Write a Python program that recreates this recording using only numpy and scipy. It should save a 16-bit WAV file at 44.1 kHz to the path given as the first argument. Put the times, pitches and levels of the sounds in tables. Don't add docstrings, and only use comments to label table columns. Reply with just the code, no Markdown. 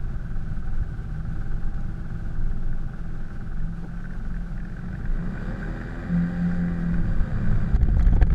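import sys
import numpy as np
from scipy import signal
from scipy.fft import rfft, irfft
from scipy.io import wavfile
from scipy.ndimage import uniform_filter1d

SR = 44100
rng = np.random.default_rng(int(sys.argv[2]) if len(sys.argv) > 2 else 0)


def waveform_to_disk(signal):
    frames = np.transpose(np.atleast_2d(signal))
    scaled = np.clip(frames, -1, 1) * 32767
    samples = np.round(scaled).astype(np.int16)
    wavfile.write(sys.argv[1], SR, samples)


N = 367794


def gain_of(db):
    return 10 ** (np.asarray(db) / 20)


def evened(x):
    return x / np.sqrt(np.mean(x ** 2) + 1e-20)


def read(points, hz):
    point_hz, level_db = np.transpose(points)
    return np.interp(np.log(hz + 1), np.log(point_hz + 1), level_db)


def columns(rows):
    time_s, *values = np.transpose(rows)
    return [np.interp(np.arange(N) / SR, time_s, v) for v in values]


def wander(hz):
    t = np.arange(0, N / SR + 1, 1 / 200)
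    lowpass = np.exp(-(np.fft.rfftfreq(len(t), t[1]) / hz) ** 2)
    drift = irfft(rfft(rng.standard_normal(len(t))) * lowpass, len(t))
    return np.interp(np.arange(N) / SR, t, evened(drift))


def noise(points, gate=1):
    hz = np.fft.rfftfreq(N, 1 / SR)
    inside = (hz >= points[0][0]) & (hz <= points[-1][0])
    spectrum = rfft(gate * rng.standard_normal(N))
    return evened(irfft(spectrum * gain_of(read(points, hz)) * inside, N))


def ring(x, modes):
    t = np.arange(SR // 8) / SR
    shape = np.zeros(len(t))
    for hz, width_hz, level_db in modes:
        fade = np.pi * width_hz * t
        shape += gain_of(level_db) * (1 - np.exp(-1.5 * fade)) * np.exp(-fade) * np.sin(2 * np.pi * hz * t)
    return signal.oaconvolve(x, shape)[:N]


def bursts(times, level_db, length_s, lean=0.54):
    out = np.zeros(N + SR)
    scatter = rng.standard_normal((len(times), SR // 20))
    counts = np.round(length_s * SR + 0 * np.array(times)).astype(int)
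    for s, db, count, row in zip(times, level_db, counts, scatter):
        knocks = row[:count] * np.sin(np.pi * (np.arange(count) / count) ** lean)
        first = round(s * SR) - count // 8
        out[first:][:count] += gain_of(db) * knocks / np.linalg.norm(knocks)
    return out[:N]


# time_s, load (0-1)
THROTTLE = [(0, 0.07), (3.6, 0.03), (4.1, 0.06), (4.35, 0.16), (4.5, 0), (4.6, 0.2), (5, 0.33), (5.3, 0.76),
            (5.6, 0.95), (6.4, 0.96), (7.1, 0.74), (7.5, 0.96), (8.34, 0.57)]


def throttle():
    return columns(THROTTLE)[0]


# time_s, shaft_speed (turns per second)
SHAFT_SPEED = [(0, 19.2), (1.05, 19.2), (1.3, 20), (3.5, 20), (4.2, 21.9), (4.6, 20.9), (4.95, 23),
               (5.16, 27.3), (5.4, 34.6), (5.61, 39.8), (5.75, 40), (6.1, 43.5), (6.24, 43.1), (6.38, 43.6),
               (6.58, 43.6), (6.69, 43), (6.8, 42.2), (7.29, 37.1), (7.54, 34.3), (7.8, 33.3), (8.34, 30)]
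HUNT_HZ, HUNT_SHARE = 1.782, 0.01203


def shaft_turns(load):
    (hz,) = columns(SHAFT_SPEED)
    hunt = HUNT_SHARE * (1 - load) * wander(HUNT_HZ)
    return hz, np.cumsum(hz * (1 + hunt + 0.002045 * wander(5.27))) / SR


def speed_change(hz):
    return uniform_filter1d(abs(np.gradient(hz)) * SR, size=SR // 10)


STOP_S, STOP_FADE_S = 3.832, 0.31


def rolling():
    return np.clip((STOP_S - np.arange(N) / SR) / STOP_FADE_S, 0, 1)


# time_s, rocking_db, thumping_db (rms)
ROCKING = [(0, -32, -35), (.8, -25, -44), (1.1, -49, -39), (1.5, -30.5, -37), (3.3, -30, -44),
           (3.7, -27.5, -34), (4, -45, -46), (4.3, -33.5, -34.5), (4.85, -62, -37), (5.1, -22, -45),
           (5.3, -34, -48), (6.5, -37, -42), (6.85, -39, -42), (7.2, -32, -41)]


def rocking(turns):
    rock_db, thump_db = columns(ROCKING)
    rock = gain_of(rock_db + 1.7 * wander(7.4)) * np.sin(2 * np.pi * turns)
    thump = gain_of(thump_db + 3.15 * wander(5.0)) * np.sin(4 * np.pi * turns)
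    return np.sqrt(2) * (rock + thump)


# order (times a turn), idle_db, full_load_db (before the changes below)
SHAFT_ORDERS = [(3.004, -55.5, -51.5), (3.998, -54, -45.5), (5.007, -52, -47.5), (6, -44.5, -43),
                (6.93, -53.5, -60.5), (8.11, -41, -50), (8.89, -50.5, -57), (9.98, -57, -54),
                (11, -64.5, -61.5), (12.04, -64, -55.5), (13.11, -72, -60.5), (13.95, -66, -55.5),
                (15, -69, -61), (15.95, -59.5, -65), (16.86, -67.5, -64), (17.97, -74.5, -60),
                (20.01, -65, -67), (34, -71, -78.5), (39.77, -67.5, -83.5)]
# pitch_hz, level_db at full load
EXHAUST_RESONANCES = [(130, -5.5), (165, 5), (188, 7.5), (212, 1), (235, 1), (260, -3), (290, -10),
                      (330, 3), (370, -4), (415, 3.5), (465, -12), (522, 5.5), (580, -5.5), (700, -5.5),
                      (785, 5.5), (860, -4.5)]
# time_s, level_db
SIXTH_ORDER = [(5.05, -3), (5.2, 5.5), (5.42, 2.5), (5.6, 0.5), (7.3, 0), (7.5, 5.5), (7.75, -6.5),
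               (8.34, -11.5)]
ROLLING_DB = 4
RAMP_BLUR = 0.00049


def shaft_orders(hz, turns, load):
    tones = np.zeros(N)
    blur = 0.0074 * (1 - 0.84 * load) + RAMP_BLUR * speed_change(hz)
    for order, idle_db, full_db in SHAFT_ORDERS:
        level_db = idle_db + np.sqrt(load) * (full_db - idle_db + read(EXHAUST_RESONANCES, order * hz))
        level_db += 2.96 * (1 - 0.45 * load) * wander(5.1) + 1.8 * load * wander(17.9)
        if order > 14:
            level_db += ROLLING_DB * rolling()
        if order == 6:
            level_db += columns(SIXTH_ORDER)[0]
        slip = blur * order * wander(8.4)
        tones += gain_of(level_db) * np.sin(2 * np.pi * (order * turns + slip + rng.random()))
    return np.sqrt(2) * tones


def firing_puffs(turns):
    firing = 2 * turns
    strength = gain_of(1.4 * rng.standard_normal(SR))[firing.astype(int)]
    return strength * np.exp(-(firing % 1) / 0.33)


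# (relative, per Hz)
RASP_COLOUR = [(150, -17.0), (205, 3), (250, -5.5), (450, -11.5), (650, -12.5), (790, -13.5), (900, -22.0),
               (1050, -19), (1160, -14.0), (1330, -15.5), (1580, -7.5), (1750, -13.5), (1950, -12.5),
               (2150, -27.5), (2400, -18.5), (2700, -38.5)]
RASP_DB, RASP_DB_PER_DECADE = -43.5, 18


def rasp(puff, load):
    return gain_of(RASP_DB + RASP_DB_PER_DECADE * np.log10(load)) * noise(RASP_COLOUR, 0.32 + puff)


# (relative, per Hz)
HISS_COLOUR = [(2600, -1), (2900, 0.5), (3400, 0), (3800, 2.5), (4200, -6), (4700, 1.5), (5500, -14.5),
               (6300, -12), (7400, -7.5), (8300, -15.5), (10000, -27.5), (11000, -18.5), (13000, -32),
               (15200, -43)]
HISS_DB, HISS_DB_PER_DECADE = -63, 19


def intake_hiss(puff, load):
    level_db = HISS_DB + HISS_DB_PER_DECADE * np.log10(load) + 1.1 * wander(6.9)
    return gain_of(level_db) * noise(HISS_COLOUR, 1.8 + puff)


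# (relative, per Hz)
BACKGROUND_COLOUR = [(250, -16), (320, -5.5), (400, -7.5), (470, -10), (560, -8.5), (700, -9), (790, -10.5),
                     (900, -16), (1050, -16), (1160, -13), (1300, -14), (1510, -6), (1750, -15.5),
                     (1950, -32)]
# (relative, per Hz)
TREBLE_COLOUR = [(1900, 1.5), (2400, -1.5), (3000, -4), (4000, -6), (5500, -9.5), (8000, -14), (11000, -19),
                 (13000, -22.5), (14500, -37), (15200, -39.5)]
BACKGROUND_DB, TREBLE_DB = -53, -11.5


def background(puff):
    flutter = gain_of(0.77 * wander(17.0))
    low = noise(BACKGROUND_COLOUR, flutter * (6.4 + puff))
    return gain_of(BACKGROUND_DB) * (low + gain_of(TREBLE_DB) * noise(TREBLE_COLOUR, flutter))


PUMP_HZ, PUMP_SPREAD_DB = 19.0, 1.8
# time_s, tick_db, body_db
PUMP_STROKE = [(.0002, -5.5, -14), (.035, -17, -8.5), (.0411, -8, -3.5), (.0465, -11, -1)]
# pitch_hz, width_hz, level_db
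PUMP_TICK_MODES = [(1176, 36, -45), (1343, 40, -38), (1464, 119, -33), (1523, 39, -43), (1675, 130, -42.5)]
# pitch_hz, width_hz, level_db
PUMP_BODY_MODES = [(117, 17.4, -21.5), (218, 21, -29.5), (797, 54, -46.5)]


def pump():
    starts = np.arange(0, N / SR, 1 / PUMP_HZ)
    tick, thump = np.zeros(N + SR), np.zeros(N + SR)
    uneven = gain_of(PUMP_SPREAD_DB * rng.standard_normal((len(starts), len(PUMP_STROKE))))
    for k, (s, tick_db, body_db) in enumerate(PUMP_STROKE):
        at = np.round((starts + s) * SR).astype(int)
        tick[at] = gain_of(tick_db) * uneven[:, k]
        thump[at] = gain_of(body_db) * uneven[:, k]
    return ring(tick[:N], PUMP_TICK_MODES) + ring(thump[:N], PUMP_BODY_MODES)


# (relative, per Hz)
CHUFF_COLOUR = [(680, -14), (790, -2), (900, -18.5), (1080, -16), (1180, -2.5), (1350, -6.5), (1510, 1.5),
                (1700, -7), (1850, -20)]
CHUFF_DB, CHUFF_S, CHUFF_WIDTH_S = -59, 0.046, 0.008


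def pump_chuff():
    strokes = (np.arange(N) / SR - CHUFF_S) * PUMP_HZ + .5
    strength = gain_of(PUMP_SPREAD_DB * rng.standard_normal(SR))[strokes.astype(int)]
    from_middle_s = (strokes % 1 - .5) / PUMP_HZ
    gate = strength * np.exp(-.5 * (from_middle_s / CHUFF_WIDTH_S) ** 2)
    return gain_of(CHUFF_DB) * noise(CHUFF_COLOUR, gate)


# time_s, rumble_db (in the clamp), drone_db (of the panels)
SHAKING = [(0, -32.5, -33), (1.0, -31, -32.5), (1.72, -26.5, -33.5), (1.92, -32, -30), (2.02, -46, -38.5),
           (2.3, -29, -34.5), (3.2, -32.5, -43.5), (4.2, -32, -42.5), (5.2, -37, -37), (5.9, -43.5, -39.5),
           (6.7, -30.5, -38.5), (7.0, -22.5, -30.5), (7.2, -16, -32.5), (7.3, -23, -30.5),
           (7.5, -20.5, -25.5), (7.76, -23, -29.5), (8.34, -24, -26)]
# (relative, per Hz)
RUMBLE_COLOUR = [(3.5, -28.5), (6.0, -9.5), (22, 12), (38, -9), (110, -18.5), (140, -34.5), (240, -120)]


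def clamp_rumble():
    rumble_db, _ = columns(SHAKING)
    return gain_of(rumble_db + 1.5 * wander(8.8)) * noise(RUMBLE_COLOUR)


# (relative, per Hz)
ROLLING_DRONE_COLOUR = [(29, -14), (46, 6.5), (60, 4.5), (82, -1), (102, 4.5), (134, -1), (162, -6),
                        (214, -10.5), (253, -32.5), (600, -41.5), (1320, -120)]
# (relative, per Hz)
DRONE_COLOUR = [(29, -20.5), (46, 10.5), (60, -5), (82, -1), (102, 6.5), (134, 1), (162, 0), (214, -5.5),
                (253, -25.5), (318, -20.5), (448, -38), (600, -27), (780, -56), (1320, -120)]
THROB = 0.6


def panel_drone(turns):
    _, drone_db = columns(SHAKING)
    firing = 2 * turns
    strength = gain_of(3.0 * rng.standard_normal(SR))[firing.astype(int)]
    throb = 1 + THROB * strength * np.sin(np.pi * firing) ** 2
    drone = rolling() * noise(ROLLING_DRONE_COLOUR, throb) + (1 - rolling()) * noise(DRONE_COLOUR, throb)
    return gain_of(drone_db + 1.5 * wander(2.6)) * drone


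# (relative, per Hz)
TYRE_COLOUR = [(260, -21), (320, 4.5), (400, -0.5), (470, -11)]


def tyre_hum():
    return rolling() * gain_of(-59.5) * noise(TYRE_COLOUR)


# start_s, length_s, click_db, crack_db, thud_db, jolt_db, jolt_direction (1 or -1)
MOUNT_RATTLES = [(1.481, .004, -48, -56, -58, -50, 1), (1.742, 0.0072, -39, -41, -51, -35, 1),
                 (1.807, 0.0034, -41, -56, -61, -37, 1), (7.742, 0.0069, -58, -43, -37, -13, 1),
                 (7.748, 0.0049, -35, -50, -50, -24, -1), (7.7567, 0.012, -32.5, -28, -32, -17, 1),
                 (7.81, 0.011, -48, -34, -30, -12.5, 1), (7.828, 0.008, -31.5, -32, -36, -12, 1),
                 (7.851, 0.0095, -58, -41, -43, -22, -1), (7.8825, 0.01, -64, -33, -27, -17, 1),
                 (7.915, 0.0066, -48, -49, -50, -29, -1), (7.943, 0.0066, -52, -36, -47, -31, 1),
                 (7.966, 0.0094, -42, -39, -23, -11, 1), (7.983, .005, -36, -55, -50, -39, 1),
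                 (7.9943, 0.0046, -33, -27.5, -38, -9.5, 1), (8.004, 0.013, -46, -27, -25, -25, -1),
                 (8.025, 0.0092, -28, -37, -48, -20, -1), (8.048, 0.0085, -45, -31, -39, -22, 1),
                 (8.064, 0.011, -29.5, -28, -35, -11, 1), (8.081, .01, -55, -30, -30, -27, -1),
                 (8.105, 0.0034, -44, -44, -48, -17, -1), (8.113, 0.0036, -43, -45, -52, -33, 1),
                 (8.123, 0.018, -54, -30, -21.5, -11.5, 1), (8.138, 0.0045, -39, -50, -50, -14, -1),
                 (8.153, 0.0031, -36, -45, -54, -16, 1), (8.1614, 0.016, -61, -27, -22, -16, -1),
                 (8.208, 0.0047, -46, -46, -50, -18.5, 1), (8.212, 0.011, -45, -26, -18.5, -21, -1),
                 (8.224, 0.0062, -29.5, -15.5, -22.5, -8, 1), (8.254, 0.0077, -58, -45, -45, -33, -1),
                 (8.267, 0.0053, -40, -34.5, -33, -21, -1), (8.275, 0.0031, -44, -43, -53, -33, 1),
                 (8.301, 0.0089, -44, -26, -26, -18, 1), (8.32, 0.004, -42, -42, -46, -19, 1),
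                 (8.323, 0.01, -53, -28, -26, -11.5, -1)]
# pitch_hz, width_hz, level_db
CLICK_MODES = [(4210, 820, -0.5), (6400, 1150, -0.5), (9550, 1650, -6.5), (12500, 3000, -24)]
CRACK_MODES = [(1352, 160, -4), (1600, 330, 6), (1940, 258, -5.5), (3200, 520, -5), (4200, 450, -15)]
THUD_MODES = [(290, 240, 9), (477, 210, 1), (724, 84, -1.5)]
CLICK_TAIL_DB, TAIL_DB = -22, -14.5
TAIL_STRETCH = 3.5


def mount_rattles():
    s, length_s, click_db, crack_db, thud_db, jolt_db, direction = np.transpose(MOUNT_RATTLES)
    u = np.linspace(-5, 5, round(.06 * SR))
    swing = (u ** 2 - 0.41 * u - 1) * np.exp(-u ** 2 / 2)
    swing -= 0.61 * np.exp(-(u / 0.3) ** 2)
    jolts = np.zeros(N)
    jolts[np.round((s + .004) * SR).astype(int)] = np.sign(direction) * gain_of(jolt_db)
    tail_s = np.minimum(TAIL_STRETCH * length_s, 1 / 25)
    out = signal.oaconvolve(jolts, swing, "same")
    parts = ((click_db, CLICK_TAIL_DB, CLICK_MODES), (crack_db, TAIL_DB, CRACK_MODES), (thud_db, TAIL_DB, THUD_MODES))
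    for db, tail_db, modes in parts:
        knocks = bursts(s, db, length_s, lean=1.0)
        tail = bursts(s + length_s, db + tail_db, tail_s, lean=0.19)
        out += ring(knocks + tail, modes)
    return out


# time_s, level_db (before the housing rings)
SHARP_FIRINGS = [(3.2075, -38), (3.2306, -41), (3.252, -42), (3.281, -40), (3.3036, -41), (3.405, -43),
                 (3.6007, -41), (3.9153, -39), (3.972, -38), (4.002, -40), (4.0407, -38), (4.054, -34),
                 (4.1065, -36), (4.133, -33.5), (4.2487, -44), (4.3051, -44), (4.3404, -37.5),
                 (4.3645, -38), (4.461, -59), (4.577, -36), (4.6, -35), (4.6497, -35), (4.697, -37),
                 (4.7203, -41), (4.766, -36), (4.789, -38), (4.8571, -35), (4.8826, -36), (4.9263, -33),
                 (4.9505, -33), (5.01, -38), (5.0537, -31), (5.251, -46), (5.299, -43), (5.374, -31),
                 (5.525, -35), (5.6275, -33), (5.8138, -29), (6.2373, -30), (6.3634, -39), (6.4444, -33),
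                 (6.5131, -29), (6.939, -28), (7.4725, -29.5)]
# pitch_hz, width_hz, level_db
HOUSING_MODES = [(758, 310, -3), (1200, 250, -7), (1537, 200, 8.5), (1720, 86, -4), (2423, 88, -14.5),
                 (3770, 1100, -10.5), (5000, 650, -16.5)]
POP_CHANCE, POP_DB = 0.27, -41.5


def pops(turns, load):
    s, db = np.transpose(SHARP_FIRINGS)
    firings = np.flatnonzero(np.diff(np.floor(2 * turns)))[1:]
    popping = rng.random(SR)[:len(firings)] < POP_CHANCE * load[firings] ** 2
    at = firings[popping]
    return ring(bursts(s, db, 0.0082) + bursts(at / SR, POP_DB + 0 * at, 0.0038), HOUSING_MODES)


# pitch_hz, width_hz, level_db
SCUFF_MODES = [(323, 97, -30), (363, 60, -23.5), (460, 69, -33), (768, 100, -29)]


def stopping_scuff():
    return ring(bursts([STOP_S], [0], 0.048), SCUFF_MODES)


# time_s, level_db (rms, at steady speed)
EXHAUST_BOOM = [(4.6, -64), (5.27, -37), (5.85, -35), (6.06, -38), (6.13, -20), (6.19, -18.5),
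                (6.33, -28.5), (6.45, -20.5), (6.55, -28), (6.63, -22), (6.78, -29), (6.88, -24),
                (7.05, -31), (7.17, -39), (7.3, -56)]
BOOM_HZ, BOOM_HOLDS_S = 171, 6.4


def exhaust_boom(hz, turns):
    (boom_db,) = columns(EXHAUST_BOOM)
    boom_db = boom_db - 0.17 * speed_change(hz) * abs(wander(12.0))
    after_hold = np.arange(N) / SR > BOOM_HOLDS_S
    held_cycles = np.cumsum(np.maximum(BOOM_HZ - 4 * hz, 0) * after_hold) / SR
    return np.sqrt(2) * gain_of(boom_db) * np.sin(2 * np.pi * (4 * turns + held_cycles))


BUZZ_DB, BUZZ_DB_PER_DECADE = -50, 23
BUZZ_EVEN_DB = 3


def buzz(hz, turns, load):
    slip = 0.00098 * wander(5.2)
    base_db = BUZZ_DB + BUZZ_DB_PER_DECADE * np.log10(load)
    out = np.zeros(N)
    for order in range(19, 48):
        level_db = base_db + read(RASP_COLOUR, order * hz) + BUZZ_EVEN_DB * (order % 2 == 0)
        level_db += 3.1 * wander(5.4)
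        out += gain_of(level_db) * np.sin(2 * np.pi * (order * (turns + slip) + rng.random()))
    return out


# time_s, level_db
ROAR_LEVEL = [(5.0, -65), (5.22, -48.5), (5.4, -44), (5.9, -49.5), (6.2, -56), (6.8, -55), (7.1, -53),
              (7.5, -48), (7.75, -50)]
# (relative, per Hz)
ROAR_SPECTRUM = [(180, 2.5), (260, -4), (330, -5), (450, -10), (600, -11), (800, -15), (1200, -16.5),
                 (1600, -18)]


def roar(puff):
    return gain_of(columns(ROAR_LEVEL)[0]) * noise(ROAR_SPECTRUM, 0.5 + puff)


# time_s, level_db (rms)
MOUNT_SHUDDER = [(7.68, -50), (7.76, -20), (7.88, -23), (8.0, -18), (8.14, -19), (8.22, -26), (8.34, -30)]
SHUDDER_HZ = 38.3


def mount_shudder():
    (level_db,) = columns(MOUNT_SHUDDER)
    cycles = SHUDDER_HZ * np.arange(N) / SR + 0.022 * wander(4.0)
    return np.sqrt(2) * gain_of(level_db) * np.sin(2 * np.pi * cycles)


# start_s, depth_db (before recovery sets in)
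LEVEL_DIPS = [(7.766, -12), (8.035, -6), (8.17, -4), (8.238, -6)]
DIP_RECOVERY_S = 0.14


def dips():
    s, db = np.transpose(LEVEL_DIPS)
    after = np.arange(N)[:, None] / SR - s
    drop = np.clip(after / 0.012, 0, 1)
    recovery = np.exp(-np.maximum(after, 0) / DIP_RECOVERY_S)
    return gain_of((db * drop * recovery).sum(1))


def scene():
    load = throttle()
    hz, turns = shaft_turns(load)
    engine_load = np.clip(load, .005, 1)
    puff = firing_puffs(turns)
    tones = rocking(turns) + shaft_orders(hz, turns, engine_load) + exhaust_boom(hz, turns)
    airborne = rasp(puff, engine_load) + intake_hiss(puff, engine_load) + background(puff)
    airborne += buzz(hz, turns, engine_load) + roar(puff) + pump() + pump_chuff()
    body = clamp_rumble() + panel_drone(turns) + tyre_hum() + stopping_scuff()
    mount = mount_rattles() + mount_shudder()
    return (tones + dips() * airborne + body + mount + pops(turns, load))[None]


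def record(dry):
    padded = np.pad(dry, ((0, 0), (255, 255)), "reflect", reflect_type="odd")
    lowpass = signal.firwin(511, 15200, window=("kaiser", 9), fs=SR)
    return signal.oaconvolve(padded, lowpass[None], "valid")


dry = scene()
out = record(dry)
waveform_to_disk(out)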